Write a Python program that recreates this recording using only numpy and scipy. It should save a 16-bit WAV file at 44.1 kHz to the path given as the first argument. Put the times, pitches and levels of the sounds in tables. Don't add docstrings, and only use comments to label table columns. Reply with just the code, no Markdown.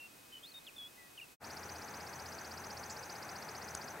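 import sys
import numpy as np
from scipy import signal
from scipy.fft import rfft, irfft, next_fast_len
from scipy.io import wavfile
from scipy.ndimage import map_coordinates

SR = 44100
rng = np.random.default_rng(int(sys.argv[2]) if len(sys.argv) > 2 else 0)


def int16_out(signal):
    q = np.round(np.clip(np.atleast_2d(signal).T, -1, 1) * 32767)
    wavfile.write(sys.argv[1], SR, q.astype(np.int16))


N = 176400
T = np.arange(N) / SR


def amp(db):
    return 10 ** (np.asarray(db) / 20)


def curve(points, hz):
    f, db = np.transpose(points)
    return amp(np.interp(np.log(hz + 1), np.log(f + 1), db))


def ramp(u):
    return np.sin(np.pi / 2 * np.clip(u, 0, 1)) ** 2


def wobble(rate):
    return map_coordinates(rng.standard_normal(int(N * rate / SR) + 4), [T * rate])


def filtered(x, response):
    size = next_fast_len(N + SR // 2)
    return irfft(rfft(x, size) * response(np.fft.rfftfreq(size, 1 / SR)), size)[..., :N]


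def noise(response, width):
    mid, side = filtered(rng.standard_normal((2, N)),
                         lambda hz: response(hz) * np.array([np.ones_like(hz), curve(width, hz)]))
    return np.array([mid + side, mid - side]) / mid.std()


def add(track, onset, sound):
    i = round(onset * SR)
    sound, i = sound[max(-i, 0):], max(i, 0)
    track[i:i + len(sound)] += sound[:max(N - i, 0)]


def syrinx(notes):
    track = np.zeros(N)
    for onset, length, start, middle, end, db, tilt_db, attack, release in notes:
        t = np.arange(int(length * SR)) / SR
        progress = t / length
        hz = np.polyval(np.polyfit([0, .5, 1], [start, middle, end], 2), progress)
        envelope = amp(db + tilt_db * progress) * ramp(t / attack) * ramp((length - t) / release)
        add(track, onset, envelope * np.sin(2 * np.pi * (np.cumsum(hz) / SR + rng.random())))
    return track


def songbird():
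    # t/s, length/s, start f/Hz, middle f/Hz, end f/Hz, level/dB, tilt/dB, attack/s, release/s
    whistles = [(-.02, 0.1, 2735, 2735, 2725, -49.5, -1.5, .01, .02),
                (.317, 0.086, 3085, 3042, 3060, -48.5, -12, 0.015, .015),
                (.338, 0.056, 2975, 2972, 2920, -51, -4, 0.0082, .015),
                (.421, .046, 3150, 3330, 3970, -52.5, -1, 0.015, 0.011),
                (.427, .042, 3560, 3606, 3920, -52.5, 1, .015, .012),
                (.464, 0.047, 3940, 4400, 4450, -51, -10, 0.004, .008),
                (.514, 0.014, 4450, 4150, 3950, -51.5, -2, 0.0065, .006),
                (.536, 0.063, 3716, 3694, 3692, -49, -1, 0.012, .014),
                (.646, .011, 4150, 4100, 4000, -60, 0, .004, .004),
                (.665, .035, 3780, 2980, 2400, -48.5, -8, .003, .004),
                (.666, 0.034, 3470, 2770, 2340, -52, -3.5, .003, 0.0037),
                (.758, 0.018, 3550, 3550, 3430, -48.5, 0, 0.013, .006),
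                (.780, 0.11, 3470, 3343, 3480, -45.5, -3.5, 0.0022, 0.026),
                (.974, .13, 2030, 1950, 1940, -56, -10, 0.0073, .04),
                (1.171, 0.037, 3274, 2790, 2360, -47, -7, 0.01, .007),
                (1.176, 0.034, 3050, 2610, 2260, -54.5, 3, 0.0044, 0.0063),
                (1.210, 0.039, 2940, 2740, 2660, -43.5, -12.5, .007, .003)]
    return syrinx(whistles)


def field_air():
    colour = [(25, -10), (62, -3), (90, -2.5), (130, 1.5), (185, -1), (250, 3), (295, 3.5), (390, -1),
              (800, -2.5), (1300, -4), (3000, -6), (6000, -7.5), (15500, -9)]
    width = [(60, -12), (110, -12), (200, -6.5), (380, -2.5), (700, 2.5), (1290, 0.5), (2380, -1.5),
             (4400, -6), (8120, -11), (15000, -44)]
    return amp(-59.5) * noise(lambda hz: curve(colour, hz), width)


def electrical_whine():
    tones = [(2524, -71), (8393, -78.5)]
    return sum(amp(db) * np.sqrt(2) * np.sin(2 * np.pi * hz * T) for hz, db in tones)


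def lake_air(swell_db=0.37, flutter_db=0.24):
    rush_colour = [(25, -23), (48, -16), (68, -12), (90, -7), (160, -1.5), (260, -4), (340, -3.5),
                   (435, -1.5), (570, -3), (800, 1), (1120, -4), (1550, -2.5), (1850, -6.5), (2400, -11.5),
                   (2800, -18.5), (3300, -35), (4500, -31), (8000, -48)]
    drones = [(84.8, 23, -68.5), (126.4, 17, -68), (221.5, 16, -69), (443, 25, -72), (840, 76, -61.5),
              (1590, 200, -68)]
    hiss_colour = [(100, -6), (3000, 2), (8000, 1), (11000, -1), (15500, -1.5)]
    width = [(60, -31), (100, -28), (210, -16.5), (380, -12), (750, -12), (1300, -11), (2700, -7),
             (4400, -4.5), (8000, -11.5), (11000, -32.5), (15000, -50)]
    balance = [(60, 0.0), (110, 0.0), (200, 1.5), (380, 1), (700, 2.5), (1290, 2.5), (2380, 3), (4400, 7),
               (8120, 2), (15000, 2)]
    rush = amp(-49.5) * noise(lambda hz: curve(rush_colour, hz), width)
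    for centre, bandwidth, db in drones:
        rush += amp(db) * noise(lambda hz: 1 / (1 + (2 * (hz - centre) / bandwidth) ** 2), width)
    rush = filtered(rush, lambda hz: curve(balance, hz) ** np.array([[.5], [-.5]]))
    rush *= amp(swell_db * wobble(2.64) + flutter_db * wobble(17))
    hiss = amp(-58) * noise(lambda hz: curve(hiss_colour, hz), width)
    return rush + hiss


def hum(pitch_hz=83.4, wander_hz=2.98, level_db=-67, waver_db=3.5):
    hz = pitch_hz + wander_hz * wobble(9)
    rms = amp(level_db + waver_db * wobble(7.9))
    return rms * np.sqrt(2) * np.sin(2 * np.pi * np.cumsum(hz) / SR)


def trill(trim_db=-1, leaf_delay_s=.0025, leaf_db=-8.5):
    # t/s from its start, length/s, start f/Hz, middle f/Hz, end f/Hz,
    # relative level/dB, tilt/dB, attack/s, release/s
    strokes = [(-.0015, .0055, 3690, 4750, 4800, -51.5, 2.5, .002, 0.0023),
               (.0025, .0055, 3710, 4877, 5600, -45, -3.5, 0.0022, 0.0018),
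               (.0068, 0.00558, 3890, 5270, 6000, -45, -5, 0.0015, 0.0014),
               (0.0104, 0.0057, 5570, 6290, 7500, -53, -5, .002, 0.0023),
               (0.0142, .009, 5140, 6360, 7900, -51.5, -7.5, 0.0015, .004),
               (0.0238, 0.0109, 7300, 6090, 6090, -54.5, 8.5, .004, .003),
               (.0288, 0.00797, 7506, 6270, 6030, -57, 11.5, .002, .002),
               (0.034, .008, 5950, 5960, 5730, -60, -7.5, 0.0025, 0.0027)]
    syllables = [(1.441, -0.5), (1.501, -0.5), (1.566, -0.5), (1.628, -0.5), (1.69, 0), (1.754, -0.5),
                 (1.815, 0), (1.878, -0.5), (1.94, 0.5), (2.001, -0.5), (2.065, 0), (2.129, 0), (2.192, 0),
                 (2.256, 0.5), (2.319, 1.5), (2.383, 1), (2.445, 1), (2.51, 1), (2.571, 0.5), (2.638, 0),
                 (2.701, 2), (2.766, 1.5), (2.831, 1), (2.896, 1.5), (2.964, -0.5), (3.028, 0.5),
                 (3.094, 0), (3.153, 0.5), (3.221, 0), (3.287, -1), (3.355, 0), (3.419, 0), (3.485, 0),
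                 (3.549, 1.5), (3.615, 1), (3.678, 0.5), (3.743, 0.5), (3.812, 0), (3.876, -0.5)]
    pitch_scatter, time_scatter_s, level_scatter_db = .005, .0003, 1.25
    notes = []
    for onset, accent_db in syllables:
        for offset, length, start, middle, end, db, *shape in strokes:
            late, sharp, loud = rng.standard_normal(3)
            pitches = np.array([start, middle, end]) * (1 + pitch_scatter * sharp)
            time = onset + offset + time_scatter_s * late
            level = trim_db + accent_db + db + level_scatter_db * loud
            notes.append((time, length, *pitches, level, *shape))
            notes.append((time + rng.exponential(leaf_delay_s), length, *pitches, level + leaf_db, *shape))
    return syrinx(notes)


def shore(call, wet_db, t60_s=0.27, width=0.22):
    echoes = [(.0048, -10), (0.0193, -19.5)]
    tail_colour = [(3500, 2), (5400, -2), (6000, 2.5), (6700, 0), (9000, -6)]
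    t = np.arange(SR // 2) / SR
    mid, side = rng.standard_normal((2, len(t))) * amp(-60 * t / t60_s)
    tails = (mid + width * np.array([side, -side])) / np.linalg.norm(mid)
    early = filtered(call, lambda hz: 1 + sum(amp(db) * np.exp(-2j * np.pi * hz * delay)
                                              for delay, db in echoes))
    late = signal.fftconvolve(call[None], tails, axes=1)[:, :N]
    return early + amp(wet_db) * filtered(late, lambda hz: curve(tail_colour, hz))


def ticks(crack_db=-12, crack_t60_s=0.012, cutoff_hz=11000):
    snaps = [(1.7312, -44), (3.2825, -45), (3.7503, -23)]
    ring_modes = [(1530, -10.5, 0.011), (4000, -18, 0.0099), (6100, -18, 0.018), (6650, -5.5, 0.0081),
                  (8050, -6.5, 0.0057), (9200, -11, 0.0079)]
    track, t = np.zeros(N), np.arange(SR // 20) / SR
    lowpass = signal.butter(8, cutoff_hz, fs=SR, output="sos")
    for onset, gain_db in snaps:
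        ring = sum(amp(db - 60 * t / t60) * np.sin(2 * np.pi * hz * t) for hz, db, t60 in ring_modes)
        crack = rng.standard_normal(len(t)) * amp(crack_db - 60 * t / crack_t60_s)
        add(track, onset, amp(gain_db) * signal.sosfilt(lowpass, ring + crack))
    return track


def chirp():
    # t/s, length/s, start f/Hz, middle f/Hz, end f/Hz, level/dB, tilt/dB, attack/s, release/s
    strokes = [(2.897, .005, 5600, 7100, 8100, -47, -2, .002, .002),
               (2.902, 0.018, 8240, 6080, 4640, -44, -5, .003, .005),
               (2.903, 0.0069, 4680, 6280, 8300, -52, -1, .002, .002),
               (2.908, 0.018, 8530, 6600, 5160, -49, -11, 0.0018, .004)]
    return syrinx(strokes)


def scene():
    fade_out_s, fade_in_s = (1.319, 1.366), (1.3965, 1.4395)
    whine = electrical_whine()
    field = songbird() + field_air() + whine
    birds = shore(trill(), wet_db=-11.5) + shore(chirp(), wet_db=-5)
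    birds *= amp([[-.6], [.6]])
    lake = birds + ticks() + hum() + lake_air() + whine
    return field * ramp(np.interp(T, fade_out_s, (1, 0))) + lake * ramp(np.interp(T, fade_in_s, (0, 1)))


def record(dry, top_hz=15800):
    return filtered(dry, lambda hz: hz < top_hz)


dry = scene()
out = record(dry)
int16_out(out)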